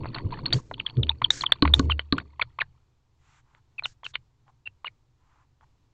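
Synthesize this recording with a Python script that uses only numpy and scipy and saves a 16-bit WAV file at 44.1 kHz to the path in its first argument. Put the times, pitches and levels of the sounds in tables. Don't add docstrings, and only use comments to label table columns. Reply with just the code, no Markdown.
import sys
import numpy as np
from scipy import signal
from scipy.fft import rfft, irfft
from scipy.io import wavfile
from scipy.ndimage import uniform_filter1d

SR = 44100
rng = np.random.default_rng(int(sys.argv[2]) if len(sys.argv) > 2 else 0)


def master(y):
    cut = np.clip(np.atleast_2d(y).T, -1, 1)
    pcm = np.round(cut * 32767)
    wavfile.write(sys.argv[1], SR, pcm.astype(np.int16))


N = 261513
TIME = np.arange(N) / SR

# (frequency [Hz], relative level [dB])
FLOOR_SPECTRUM = [(15, 4), (45, -0.5), (75, 3.5), (100, -0.5), (122, 7.5), (180, -16), (300, -12.5),
                  (600, -23.5), (950, -19), (1700, -29), (4000, -30.5), (7400, -35), (9000, -49),
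                  (16000, -52)]
# (frequency [Hz], relative level [dB])
HISS_SPECTRUM = [(500, -7), (1000, -18.5), (1650, 0.5), (2600, -10), (3800, -6), (5500, -2), (7000, -1),
                 (8200, -12.5), (9400, -48.5)]
# (start [s], length [s], starting level [dB], fall over the length [dB])
HISS_BURSTS = [(0.53, 0.085, -33, 29), (0.599, .15, -72, -1), (1.3045, .006, -24, 10),
               (1.306, 0.14, -39, 6.5), (1.748, 0.13, -43, 27), (1.794, 0.0051, -29.5, 6.5),
               (2.181, .006, -43, 18), (3.855, 0.089, -44.5, 26), (4.044, 0.08, -55, 9.5)]
# (frequency [Hz], relative level [dB])
PLUMAGE_SPECTRUM = [(450, -14), (850, 8.5), (5000, -4), (7500, 4.5), (9000, -25)]
# (start [s], length [s], rms level at the top of the swell [dB], pitch [Hz], Q [1])
BRUSHES = [(3.178, 0.24, -65, 1674, 0.59), (3.419, 0.19, -68.5, 1052, 1.2), (4.461, 0.048, -61, 831, 5),
           (5.169, 0.29, -68, 1000, 1.4), (5.605, 0.044, -61, 900, 3.4)]
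# (start [s], length [s], rms hum level at the top of the push [dB])
PUSHES = [(.95, 0.23, -30.5), (1.623, 0.2, -21), (1.804, .21, -23.5)]
# (frequency [Hz], relative level [dB])
RUMBLE_SPECTRUM = [(20, -4), (45, -6.5), (80, -6), (125, 2), (200, -12.5), (310, -8.5), (500, -18.5),
                   (900, -39)]
# (time [s], rumble level before a common trim [dB])
WEIGHT_SHIFTS = [(0, -36.5), (.12, -41.5), (.2, -39), (.56, -34), (.64, -57), (.73, -43), (.92, -52.5),
                 (1.02, -33), (1.16, -54.5), (1.24, -42.5), (1.59, -52.5), (1.68, -40.5), (1.85, -32),
                 (2.05, -59), (2.9, -83.5)]
# (frequency [Hz], relative level [dB])
SCRAPE_SPECTRUM = [(300, -13), (620, -9.5), (900, 5.5), (1200, 0.5), (1450, -7.5), (2400, -6.5), (3100, -9),
                   (4100, -11), (4450, 2.5), (4900, -8)]
# (time [s], level before a common trim [dB])
RUSTLE = [(0, -59.5), (.5, -62), (.64, -69), (1.1, -63.5), (1.18, -73), (1.26, -68), (1.85, -58.5),
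          (2.05, -73.5), (2.4, -73), (2.9, -86.5)]
# (start [s], length [s], top level before a common trim [dB])
STROKES = [(0, 0.1, -56.5), (.118, 0.092, -42.5), (.305, 0.059, -46.5), (.36, 0.061, -47.5),
           (.425, 0.18, -51), (.77, 0.055, -53.5), (.862, 0.052, -49.5), (1.08, 0.043, -45),
           (1.225, 0.043, -46), (1.44, 0.075, -55.5), (1.51, 0.065, -53), (1.625, 0.095, -47),
           (1.73, 0.075, -53), (1.895, 0.039, -52.5), (1.99, 0.039, -54.5), (2.12, 0.11, -52.5)]
# (start [s], length [s], starting pitch [Hz], peak level [dB])
THUDS = [(0.034, 0.024, 100, -27), (0.239, 0.047, 112, -21), (0.534, 0.052, 158.3, -18),
         (0.967, 0.051, 141.8, -14), (1.217, 0.029, 133.7, -31)]
# (time [s], level [dB])
KNOCKS = [(1.6255, -12), (1.7965, -15.5), (2.1265, -16.5)]
# (mean frequency [Hz], level relative to the knock [dB], decay by 60 dB [s])
HOUSING_MODES = [(89, -17.5, 0.36), (163.65, -13, 0.24), (232.7, -12.5, 0.087), (271.4, 2.5, 0.11),
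                 (302.1, -7.5, .05), (390, -15.5, 0.079), (715, -15.5, 0.033), (1135, -2.5, 0.033),
                 (1482, -10, 0.03), (1756, -20, 0.0041)]
# (frequency [Hz], relative level [dB])
BOX_SPECTRUM = [(200, -8), (700, -1), (1400, -10.5), (2300, -7), (3500, -12.5), (4600, 1), (8000, 2.5)]
# (time [s], level [dB], pitch [Hz])
CLICKS = [(.045, -24, 880), (0.057, -18.5, 972), (.185, -22.5, 2240), (0.307, -35, 1200), (0.39, -28, 970),
          (0.458, -16.5, 3570), (0.506, -32, 2800), (0.7131, -17.5, 750), (.970, -33, 3470),
          (1.069, -34.5, 2800), (1.6237, -3, 4287), (1.677, -9.5, 2180), (1.7947, -9.5, 4530),
          (1.994, -13, 2000), (2.125, -3.5, 4197), (2.2007, -25, 1793), (2.6094, -15, 2500),
          (3.549, -44.5, 1800), (3.824, -29, 883), (3.857, -22.5, 1450), (4.156, -13.5, 2390),
          (4.48, -49, 1293), (4.871, -27.5, 1990), (5.61, -48, 1200)]
# (start [s], starting pitch [Hz], level of the fundamental [dB])
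SMACKS = [(1.217, 790, -18.5), (1.436, 790, -18), (1.6515, 840, -13.5), (1.897, 824, -19.5),
          (2.181, 1039, -20.5), (2.395, 764.5, -23), (2.587, 812, -23.5), (4.032, 718, -38.5),
          (4.8445, 819, -28)]
# (snap time [s], slide length [s], start pitch [Hz],
# end pitch [Hz], snap level [dB], slide level relative to the snap [dB], rasp or dryness [0-1])
CLOSINGS = [ (.149, 0.0063, 4596, 3900, -28, -3.5, 0.92), (0.463, 0.0076, 4230, 4450, -16, -8.5, 0.16),
            (.528, 0.0043, 3310, 4300, -14.5, -10, 0.77), (0.535, 0.0042, 4555, 4700, -3.5, -8.5, 0.01),
            (0.742, 0.006, 4220, 2300, -31.5, -4, 0.24), (.801, .008, 3700, 2010, -20, -18, 0.1),
            (.8665, 0.0065, 3600, 3060, -17, -21, 0.24), (1.0337, .0045, 4070, 2510, -17.5, -7, 0.02),
            (1.0953, 0.0026, 3433, 3950, -9, -14, 0.08), (1.247, 0.0057, 3500, 3000, -7, -8, 0),
            (1.306, 0.0018, 3610, 4000, -7, -10, 0.24), (1.411, 0.0065, 4830, 3700, -22.5, -7.5, 0.28),
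            (1.422, 0.0076, 3650, 3000, -27.5, -6.5, .15), (1.466, .008, 3700, 2900, -13, -14, 0.01),
            (1.5232, .003, 3370, 3874, -4.5, -12, 0.4), (1.7402, 0.0027, 3400, 3860, -1.5, -10, 0.15),
            (1.921, 0.017, 3140, 2750, -15, -6, 0.26), (1.995, 0.0015, 3056, 3100, -19.5, -10, 0),
            (2.424, 0.012, 2542, 1300, -16, -6, 0.96), (2.618, .018, 2634, 1526, -15, -11.5, 0.49),
            (3.795, 0.014, 2623, 2380, -23, -7.5, 0.15), (3.857, .022, 4210, 2600, -17, -12.5, 0.34),
            (4.065, 0.024, 3206, 2650, -26.5, -11.5, 0.58), (4.156, 0.02, 3600, 2600, -25.5, -13.5, 0.94),
            (4.675, .019, 2773, 2650, -25, -11, 0.17), (4.87, 0.016, 2834, 2860, -29, -6, 0.41),
            (4.88, 0.0078, 2586, 1930, -31, -2.5, 0.25)]
# (frequency [Hz], Q [1], level relative to the source [dB])
BEAK_MODES = [(1440, 17, -6.5), (3078.6, 66, -12)]

FLOOR_DB = -64.5
MOUNT_HZ = 74.2
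PUSH_PEAK, STROKE_PEAK = 0.29, 0.67
RING_ON_DB, RING_ON_FADE_S = -17, 0.14
SHAKE_DB, SHAKE_FADE_S = -18.5, 0.024
JOLT_DB, JOLT_FADE_S = -18, 0.028
JOLT_LIMIT, JOLT_TOP_HZ = 0.15, 140
TRAIL_DB, TRAIL_FADE_S = -28, 0.0031
THUD_SAG = 0.72
CRACK_TOP = 2.6
TIP_DB, TIP_HZ, TIP_LEAD_S = -0.5, 1760, 0.0014
SMACK_S, SMACK_RISE = 0.0064, 1.724
SNAP_S, SLIDE_ATTACK_S = 0.0031, 0.0046
GLIDE_BEND = 1.8
DULL_HZ, TOP_HZ = 4536, 16400
CEILING = 0.82


def undb(db):
    return 10 ** (np.asarray(db) / 20)


def unit(x):
    return x / np.sqrt(np.mean(x ** 2) + 1e-18)


def curve(rows):
    return undb(np.interp(TIME, *np.transpose(rows), right=-120))


def add(track, s, sound):
    start = int(s * SR)
    track[start:start + len(sound)] += sound[:N - start]


def colour(x, points):
    hz, db = np.transpose(points)
    f = np.arange(len(x) // 2 + 1) * SR / len(x)
    gain = undb(np.interp(np.log(f + 1), np.log(hz), db, right=-120))
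    return unit(irfft(rfft(x) * gain, len(x)))


def lowpass(x, hz, order):
    return signal.sosfilt(signal.butter(order, min(hz, SR / 2 - 1), fs=SR, output="sos"), x)


def highpass(x, hz, order):
    return signal.sosfilt(signal.butter(order, hz, "high", fs=SR, output="sos"), x)


def band(x, hz, q):
    return signal.lfilter(*signal.iirpeak(hz, max(q, hz / 10000), fs=SR), x)


def wander(size, rate):
    place = np.arange(size) / SR * rate
    knots = rng.standard_normal(size + 1)
    return np.interp(place, np.arange(size + 1), knots)


def swell(length, peak):
    u = np.linspace(0, 1, max(int(length * SR), 2))
    ramp = np.interp(u, [0, np.clip(peak, 0.05, 0.95), 1], [0, 1, 0])
    return np.sin(np.pi / 2 * ramp) ** 0.92


def strokes(rows, peak):
    out = np.zeros(N)
    for s, length, db in rows:
        add(out, s, undb(db) * swell(length, peak))
    return out


def lingering(x, fade_s):
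    keep = np.exp(-1 / (fade_s * SR))
    return np.sqrt(signal.lfilter([1 - keep], [1, -keep], x ** 2) + 1e-18)


def glide(size, start_hz, end_hz, jitter, rate, bend=1):
    hz = start_hz + (end_hz - start_hz) * np.linspace(0, 1, size) ** bend
    return 2 * np.pi * np.cumsum(hz * (1 + jitter * wander(size, rate))) / SR


def still_air():
    heave_db = wander(N, rate=12)
    return colour(rng.standard_normal(N), FLOOR_SPECTRUM) * undb(FLOOR_DB + heave_db)


def hiss_and_brushes():
    level = np.zeros(N)
    for s, length, db, fall_db in HISS_BURSTS:
        progress = np.linspace(0, 1, int(length * SR))
        release = np.minimum(5 * (1 - progress), 1)
        add(level, s, undb(db - fall_db * np.sqrt(progress)) * release)
    hiss = colour(rng.standard_normal(N), HISS_SPECTRUM) * undb(1.5 * wander(N, rate=200))
    out = uniform_filter1d(level, size=64) * hiss
    for s, length, db, hz, q in BRUSHES:
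        env = swell(length, peak=0.83)
        air = colour(band(rng.standard_normal(len(env)), hz, q), PLUMAGE_SPECTRUM)
        add(out, s, undb(db) * env * air)
    return out


def swinging():
    push = strokes(PUSHES, PUSH_PEAK)
    size = np.maximum(push, undb(RING_ON_DB) * lingering(push, RING_ON_FADE_S))
    hum = np.sqrt(2) * np.sin(glide(N, MOUNT_HZ, MOUNT_HZ, jitter=0.03, rate=15))
    return hum * size


def leaning(blows, rumble_db=-1, flutter_db=3):
    shake = undb(SHAKE_DB) * lingering(blows, SHAKE_FADE_S)
    weight = np.hypot(undb(rumble_db) * curve(WEIGHT_SHIFTS), shake)
    rumble = colour(rng.standard_normal(N), RUMBLE_SPECTRUM)
    return rumble * weight * undb(flutter_db * wander(N, rate=43))


def jolting(beak):
    push = lingering(JOLT_LIMIT * np.tanh(beak / JOLT_LIMIT), JOLT_FADE_S)
    rumble = colour(rng.standard_normal(N), RUMBLE_SPECTRUM)
    return lowpass(undb(JOLT_DB) * push * rumble, JOLT_TOP_HZ, order=4)


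def scraping(beak, rate=1100, spread_db=6.0, cycles=6.1, smooth=0.35, patchy_db=3, scrape_db=-1):
    rustle_s = RUSTLE[-1][0]
    barbs, t = np.zeros(N), TIME[:400]
    for when, pitch, size in rng.random((int(rustle_s * rate), 3)):
        hz = 600 + 4000 * pitch
        grain = np.sin(2 * np.pi * hz * t) * np.exp(-t * hz / cycles)
        strength = undb(-spread_db * np.log(size + 0.02)) * np.sqrt(hz)
        add(barbs, when * rustle_s, strength * grain)
    scrape = colour(unit(barbs) + smooth * rng.standard_normal(N), SCRAPE_SPECTRUM)
    rub = undb(scrape_db) * (curve(RUSTLE) + strokes(STROKES, STROKE_PEAK))
    trail = undb(TRAIL_DB) * lingering(beak, TRAIL_FADE_S)
    return scrape * np.hypot(rub, trail) * undb(patchy_db * wander(N, rate=160))


def thuds():
    out = np.zeros(N)
    for s, length, start_hz, db in THUDS:
        env = swell(length, peak=0.42)
        phase = glide(len(env), start_hz, start_hz * THUD_SAG, jitter=0.15, rate=73)
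        noise = band(rng.standard_normal(len(env)), hz=2 * start_hz, q=0.72)
        scuff = unit(lowpass(noise, hz=3 * start_hz, order=6))
        add(out, s, undb(db) * env * (np.sin(phase) + 0.14 * scuff))
    return out


def knocks(rise_s=0.00017, body_db=-17, body_s=0.04):
    out, t = np.zeros(N), TIME[:SR // 2]
    for s, db in KNOCKS:
        for hz, mode_db, t60 in HOUSING_MODES:
            rise = 1 - np.exp(-t / rise_s * hz / 300)
            detune = 1 + 0.025 * rng.standard_normal()
            decay = np.exp(-np.log(1000) * t / t60)
            ring = np.sin(2 * np.pi * hz * detune * t) * decay
            add(out, s, undb(db + mode_db) * rise * ring)
        noise = band(rng.standard_normal(len(t)), hz=221, q=0.88)
        thump = unit(lowpass(noise, hz=440, order=4))
        add(out, s, undb(db + body_db) * thump * np.exp(-t / body_s))
    return out


def box(x):
    t = TIME[:SR // 3]
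    arrive = np.clip(t / 0.00053 - 1, 0, 1)
    response = 0
    for t60_s, db in ((0.048, -14), (0.021, -26)):
        decay = np.exp(-np.log(1000) * t / t60_s)
        echoes = colour(rng.standard_normal(len(t)), BOX_SPECTRUM) * arrive * decay
        response = response + undb(db) * unit(echoes) / np.sqrt(len(t))
    return x + signal.fftconvolve(x, response)[:N]


def clicks(ring_s=0.0006, crack_s=0.0017, crack_db=-10):
    out, t = np.zeros(N), TIME[:1024]
    tips = []
    for s, *_, db, _, rasp in CLOSINGS:
        dryness_db = 10 * np.log10(abs(rasp) + 1e-9)
        tips.append((s - TIP_LEAD_S, db + TIP_DB + dryness_db, TIP_HZ))
    for s, db, hz in CLICKS + tips:
        ring = np.sin(2 * np.pi * hz * t) * np.exp(-t / ring_s)
        noise = band(rng.standard_normal(len(t)), hz, q=0.8)
        crack = unit(lowpass(noise, CRACK_TOP * hz, order=4)) * np.exp(-t / crack_s)
        add(out, s, undb(db) * (ring + undb(crack_db) * crack))
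    return out


def smacks(slope_db=-8):
    out = np.zeros(N)
    env = swell(SMACK_S, peak=0.4)
    for s, hz, db in SMACKS:
        phase = glide(len(env), hz, hz * SMACK_RISE, jitter=0.04, rate=490)
        pulses = sum(undb(slope_db * k) * np.cos((k + 1) * phase) for k in range(4))
        add(out, s, undb(db) * env * pulses)
    return out


def squeaks(overtone_db=-9, grit_db=-6, flutter=1.0):
    out = np.zeros(N)
    for s, slide_s, start_hz, end_hz, db, slide_db, rasp in CLOSINGS:
        t = np.arange(-slide_s, SNAP_S, 1 / SR)
        size = len(t)
        half_width = np.where(t < 0, min(slide_s, SNAP_S), SNAP_S)
        snap = np.cos(np.pi / 2 * np.clip(t / half_width, -1, 1))
        slide = undb(slide_db) * np.minimum((t + slide_s) / SLIDE_ATTACK_S, 1) * (t < 0)
        env = np.maximum(snap, slide)
        phase = glide(size, start_hz, end_hz, jitter=0.06 * rasp, rate=900, bend=GLIDE_BEND)
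        whistle = np.sin(phase) * (1 + flutter * rasp * wander(size, rate=640))
        overtone = rasp * undb(overtone_db) * np.sin(2 * phase)
        grit = unit(band(rng.standard_normal(size) ** 3, hz=2000, q=0.35))
        add(out, s - slide_s, undb(db) * env * (whistle + overtone + rasp * undb(grit_db) * grit))
    return out


def beak_sounds(thin_hz=380):
    source = highpass(squeaks() + clicks(), thin_hz, order=2) + smacks()
    return source + sum(undb(db) * band(source, hz, q) for hz, q, db in BEAK_MODES)


def scene(leak_db=-39):
    beak, blows = beak_sounds(), knocks() + thuds()
    contact = box(beak + blows + scraping(beak))
    dull = signal.sosfiltfilt(signal.butter(20, DULL_HZ, fs=SR, output="sos"), contact)
    leak = undb(leak_db) * lowpass(beak, hz=7100, order=8)
    housing = leaning(blows) + jolting(beak) + swinging()
    return (still_air() + hiss_and_brushes() + housing + leak + dull)[None]


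def record(dry):
    rounded = dry / (1 + (dry / CEILING) ** 8) ** (1 / 8)
    return signal.sosfilt(signal.ellip(8, 0.2, 70, TOP_HZ, fs=SR, output="sos"), rounded)


dry = scene()
out = record(dry)
master(out)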